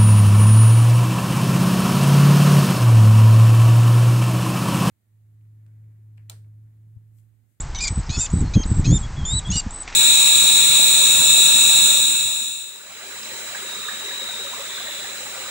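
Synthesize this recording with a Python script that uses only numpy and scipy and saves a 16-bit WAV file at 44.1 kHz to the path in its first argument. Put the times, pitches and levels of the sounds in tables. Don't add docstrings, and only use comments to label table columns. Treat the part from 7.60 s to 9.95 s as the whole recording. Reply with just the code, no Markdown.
import sys
import numpy as np
from scipy import signal
from scipy.fft import rfft, irfft
from scipy.io import wavfile
from scipy.ndimage import uniform_filter1d

SR = 44100
rng = np.random.default_rng(int(sys.argv[2]) if len(sys.argv) > 2 else 0)


def waveform_to_disk(signal):
    frames = np.transpose(np.atleast_2d(signal))
    scaled = np.clip(frames, -1, 1) * 32767
    samples = np.round(scaled).astype(np.int16)
    wavfile.write(sys.argv[1], SR, samples)


N = 103635
T = np.arange(N) / SR
RECORDER_HZ = 16000
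ATTACK_S, WAVER_HZ, FLUTTER_DB = .003, 70, 1.7


def from_db(db):
    return 10 ** (np.asarray(db) / 20)


def rms_one(x):
    return x / np.sqrt(np.mean(x ** 2) + 1e-20)


def at_hz(points, hz):
    f, db = np.transpose(points)
    return np.interp(np.log(hz + 1), np.log(f), db)


def drift(hz):
    pole = np.exp(-2 * np.pi * hz / SR)
    return rms_one(signal.lfilter([1], [1, -2 * pole, pole * pole], rng.standard_normal(N + SR))[SR:])


def noise(colour):
    hz = np.fft.rfftfreq(N, 1 / SR)
    spectrum = rfft(rng.standard_normal(N)) * from_db(at_hz(colour, hz))
    return rms_one(irfft(spectrum * (hz < RECORDER_HZ / 2), N))


def tone(hz):
    return np.sqrt(2) * np.sin(2 * np.pi * np.cumsum(hz) / SR)


def gate(start, end, attack, release):
    return np.clip(1 + (T - start) / attack, 0, 1) * np.clip(1 - (T - end) / release, 0, 1)


def flutter():
    return from_db(FLUTTER_DB * drift(WAVER_HZ))


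# time in seconds, relative level in dB.
BREEZE = [(0, -25.5), (.68, -32), (.76, -15.5), (1.03, -28.5), (1.15, -19), (1.36, -21), (1.49, -27),
          (2.12, -32.5), (2.2, -37.5)]
# centre in seconds, length in seconds, relative level in dB.
BUFFETS = [(0.32, 0.035, -17), (0.389, 0.055, -14), (0.499, 0.032, -14.5), (0.584, 0.041, -14),
           (0.741, 0.022, -9), (0.829, 0.053, -14.5), (0.97, 0.039, -5.5), (1.002, 0.017, -9.5),
           (1.06, 0.013, -10.5), (1.113, 0.049, -12.5), (1.193, 0.055, -11.5), (1.317, 0.13, -8),
           (1.455, 0.0115, -15), (1.623, 0.16, -21.5), (1.748, 0.11, -18), (1.906, 0.089, -18.5),
           (1.961, 0.036, -16), (2.069, 0.021, -15.5)]
# frequency in Hz, relative spectral density in dB.
WIND_COLOUR = [(20, -8.5), (42, -3.5), (70, 0), (130, -1.5), (220, -10), (320, -29), (600, -42.5)]
WIND_DB, WIND_SKEW = -3, .13
WIND_BRIGHTENS, UNTILTED_DB, PIVOT_HZ = .51, -11.5, 82.6


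def wind():
    power = from_db(np.interp(T, *np.transpose(BREEZE))) ** 2
    for centre, length, db in BUFFETS:
        power += (from_db(db) * np.cos(np.pi * np.clip((T - centre) / length, -.5, .5))) ** 2
    force_db = 10 * np.log10(power)
    tilt_db = WIND_BRIGHTENS * (force_db - UNTILTED_DB)
    edges_hz = 18 * 2 ** (np.arange(12) / 2)
    white, rumble = rng.standard_normal((2, N + SR)), 0
    for k, (low, high) in enumerate(zip(edges_hz, edges_hz[1:])):
        bandpass = signal.butter(2, [low, high], "band", fs=SR, output="sos")
        band = signal.sosfilt(bandpass, white[k % 2])[SR:]
        hz = np.sqrt(low * high)
        rumble += band * from_db(at_hz(WIND_COLOUR, hz) + tilt_db * np.log2(hz / PIVOT_HZ))
    rumble = signal.sosfilt(signal.butter(4, 480, fs=SR, output="sos"), rumble)
    window = signal.windows.hann(int(.08 * SR))
    local_power = signal.fftconvolve(rumble ** 2, window / window.sum(), "same")
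    eddies = rumble / np.sqrt(local_power + 1e-12)
    return from_db(force_db + WIND_DB) * (eddies + WIND_SKEW * (eddies ** 2 - 1))


# frequency in Hz, relative spectral density in dB.
GARDEN_COLOUR = [(200, -1.5), (550, -5.5), (850, 1), (2000, -6.5), (3000, -13), (8000, -12)]


def garden_air():
    return from_db(-42.5) * noise(GARDEN_COLOUR)


# start in seconds, length in seconds, top pitch in Hz, level in dB.
WHISTLES = [(.003, 0.025, 7870, -37), (0.284, 0.13, 7916, -42.5), (0.701, 0.12, 7798, -40),
            (1.05, 0.17, 7737, -41.5), (1.376, 0.065, 7730, -42), (1.85, 0.041, 7926, -43.5),
            (2.105, .13, 8020, -41)]
SCOOP_S, SCOOP_HZ, WHISTLE_SPREAD_HZ, WHISTLE_FLUTTER_DB = .018, 1272, 70.4, 4.5


def thin_whistles():
    pitch, gain = np.zeros((2, N))
    for start, length, hz, db in WHISTLES:
        edge = np.clip(np.minimum(T - start, start + length - T) / min(SCOOP_S, length / 2), 0, 1)
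        pitch += (edge > 0) * (hz - SCOOP_HZ * (1 - edge) ** 2)
        gain += from_db(db) * edge ** .32
    pitch += WHISTLE_SPREAD_HZ * drift(hz=53.7)
    gain *= from_db(WHISTLE_FLUTTER_DB * drift(WAVER_HZ))
    return gain * (tone(pitch) + from_db(-21) * tone(pitch / 2))


# time in seconds, sum tone in Hz, relative level of the sum tone
# in dB, relative level of the two voices in dB.
CALL_A = [(.149, 5980, -37, -35.5), (.174, 6150, -41.5, -42.5), (.188, 5880, -31.5, -35),
          (.205, 6000, -45, -31.5), (.208, 7460, -35.5, -27.5), (.22, 7170, -35.5, -29.5),
          (.236, 7450, -29, -26.5), (.262, 6850, -37, -29), (.276, 7090, -33.5, -31),
          (.284, 6800, -30.5, -26)]
CALL_B = [(.495, 6167, -42, -34), (.52, 6753, -40.5, -39), (0.563, 7050, -38.5, -30.5),
          (.571, 6750, -36, -34), (.618, 7460, -21.5, -33), (0.636, 7180, -26.5, -42),
          (0.661, 7340, -28, -35), (.669, 5020, -43, -43)]
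CALL_C = [(.938, 6250, -41.5, -33), (.952, 6740, -41.5, -35), (.97, 6470, -42.5, -42.5),
          (0.995, 6330, -42, -41), (1.031, 6434, -35.5, -37.5), (1.039, 4100, -35.5, -44)]
CALL_D = [(1.245, 6030, -40.5, -36.5), (1.26, 6640, -41.5, -32), (1.285, 6410, -37, -45),
          (1.311, 6710, -35.5, -41), (1.339, 7200, -31, -34), (1.357, 7304, -29.5, -30),
          (1.376, 7130, -29.5, -32.5)]
CALL_E = [(1.653, 6770, -33.5, -32.5), (1.661, 7040, -30.5, -40), (1.696, 7170, -31.5, -29.5),
          (1.734, 7646, -30.5, -27), (1.766, 7902, -31, -27), (1.791, 7760, -27, -27.5)]
CALL_F = [(1.904, 6446, -26, -46.5), (1.919, 6670, -30, -33.5), (1.931, 7220, -40, -32),
          (1.963, 7220, -31, -28.5), (1.969, 7663, -25, -27), (2.001, 7520, -27, -27.5)]
# start in seconds, end in seconds, lower voice's share of
# the sum frequency, upper voice over lower in dB, depth of the split from 0 to 1, roughness factor.
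SPLITS = [(.145, .17, 0.37, 3.5, 1, 0.65), (.182, 0.208, 0.38, 7.5, 1, 0.46),
          (.207, .256, 0.33, 0, 0.99, 0.62), (.256, .27, 0.31, 8, 0.99, 0.24),
          (.27, 0.299, 0.34, -5, 0.96, 1.17), (.49, .518, .38, 5.5, 0.96, 0.71),
          (.516, 0.569, .37, 1, 0.81, .5), (.568, .612, .205, 13, 0.83, .45),
          (.608, 0.677, .352, 1, 0.52, 0.42), (.93, 0.955, .38, 1.5, 1, 0.6),
          (1.24, 1.277, .39, -1, 1, 0.83), (1.267, 1.32, 0.35, 10, 0.42, 0.49),
          (1.914, 1.97, .406, -6.5, 0.95, 0.66), (1.965, 2.013, .375, 4, 0.95, 0.3)]
SUM_DB, VOICES_DB, RELEASE_S, DROOP_OCTAVES = 2, -1, .013, .8
WAVER_SHARE, CLEAR_ROUGHNESS, SPLIT_BLEND_S = .0025, .11, .004
JITTER_SHARE, JITTER_HZ, SHIMMER_DB, RASP_DB, RASP_HZ = .024, 300, 1.2, -5.5, 1000


def nuthatch():
    sum_hz, sum_gain, voice_gain = np.zeros((3, N))
    for call in (CALL_A, CALL_B, CALL_C, CALL_D, CALL_E, CALL_F):
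        times, *columns = np.transpose(call)
        hz, sum_db, voices_db = [np.interp(T, times, column) for column in columns]
        envelope = gate(times[0], times[-1], ATTACK_S, RELEASE_S) ** 2
        droop = DROOP_OCTAVES * np.clip((T - times[-1]) / RELEASE_S, 0, 1) ** 2
        sum_hz += (envelope > 0) * hz * 2 ** -droop
        sum_gain += envelope * from_db(sum_db + SUM_DB)
        voice_gain += envelope * from_db(voices_db + VOICES_DB)
    sum_hz *= 1 + WAVER_SHARE * drift(WAVER_HZ)

    controls = np.outer([.5, 0, 0, CLEAR_ROUGHNESS], np.ones(N))
    for start, end, *values in SPLITS:
        controls[:, (T >= start) & (T < end)] = np.array(values)[:, None]
    share = controls[0]
    upper_db, split, rough = uniform_filter1d(controls[1:], size=int(SPLIT_BLEND_S * SR))
    upper_gain, split = from_db(upper_db), np.clip(split, 0, 1)

    low_hz = sum_hz * share
    high_hz = sum_hz * (1 - share) * (1 + JITTER_SHARE * rough * drift(JITTER_HZ))
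    shimmer = from_db(SHIMMER_DB * rough * drift(JITTER_HZ))
    grain = shimmer * (1 + from_db(RASP_DB) * 2 * rough * drift(RASP_HZ))
    upper = upper_gain * flutter() * tone(high_hz)
    off_octave = np.abs(share - 1 / 3) > .02
    overtone = off_octave * from_db(-5) * tone(2 * low_hz)
    pair = (tone(low_hz) + grain * (upper + overtone)) / np.sqrt(1 + upper_gain ** 2)

    middle_hz = (low_hz + high_hz) / 2
    locked = flutter() ** (.5 + split) * tone(middle_hz)
    locked += (1 - split) * from_db(-20) * flutter() ** 2 * tone(3 * middle_hz)
    voices = np.sqrt(split) * pair + np.sqrt(1 - split) * locked
    sum_tone = grain * np.sqrt(flutter()) * tone(low_hz + high_hz)
    return sum_gain * sum_tone + voice_gain * voices


# start in seconds, length in seconds, first and last pitch in Hz, level in dB.
FAR_NOTES = [(.43, 0.0095, 3770, 5970, -48), (0.461, .016, 6100, 4400, -49),
             (0.847, 0.042, 4290, 4200, -51.5), (1.425, 0.033, 3346, 3340, -45.5),
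             (1.566, .1, 3400, 3150, -47), (1.846, 0.039, 3334, 3300, -43.5),
             (1.878, 0.043, 3583, 3386, -43.5)]


def far_birds():
    notes = np.zeros(N)
    for start, length, first_hz, last_hz, db in FAR_NOTES:
        envelope = gate(start + ATTACK_S, start + length - ATTACK_S, ATTACK_S, ATTACK_S)
        notes += from_db(db) * envelope * tone(np.interp(T, [start, start + length], [first_hz, last_hz]))
    return notes * flutter()


# start in seconds, level in dB, time to fall 60 dB in seconds.
SCUFFS = [(1.898, -44.5, 0.053), (2.277, -33.5, 0.18), (2.325, -38, .25)]
# frequency in Hz, relative spectral density in dB.
SCUFF_COLOUR = [(1200, -12.5), (2300, -1.5), (3200, -11.5), (6000, -13), (8000, -22)]


def scuffs():
    envelope = sum((T >= start) * from_db(db - 60 * np.maximum(T - start, 0) / t60)
                   for start, db, t60 in SCUFFS)
    return envelope * noise(SCUFF_COLOUR) * from_db(2 * drift(hz=250))


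def garden_echo(x, db, t60_s=.096, delay_s=.006):
    tail = rng.standard_normal(N) * from_db(-60 * T / t60_s) * (T > delay_s)
    return from_db(db) * signal.fftconvolve(x, tail / np.linalg.norm(tail))[:N]


def scene():
    near, far = nuthatch(), thin_whistles() + far_birds()
    birds = near + garden_echo(near, db=-16.5) + far + garden_echo(far, db=-7)
    mono = birds + scuffs() + wind() + garden_air()
    return np.array([mono, mono])


# frequency in Hz, gain in dB.
ROLL_OFF = [(7200, 0.5), (8000, 0), (8400, -11), (8950, -30.5)]
HEADROOM, CUTOFF_HZ = .72, 9000


def record(dry):
    rounded = dry / (1 + (dry / HEADROOM) ** 8) ** (1 / 8)
    mirrored = rounded * (1 + 2 * np.cos(2 * np.pi * RECORDER_HZ * T))
    hz = np.fft.rfftfreq(2 * N, 1 / SR)
    lowpass = from_db(at_hz(ROLL_OFF, hz)) * np.clip((CUTOFF_HZ - hz) / 100, 0, 1)
    return irfft(rfft(mirrored, 2 * N) * lowpass)[:, :N]


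dry = scene()
out = record(dry)
waveform_to_disk(out)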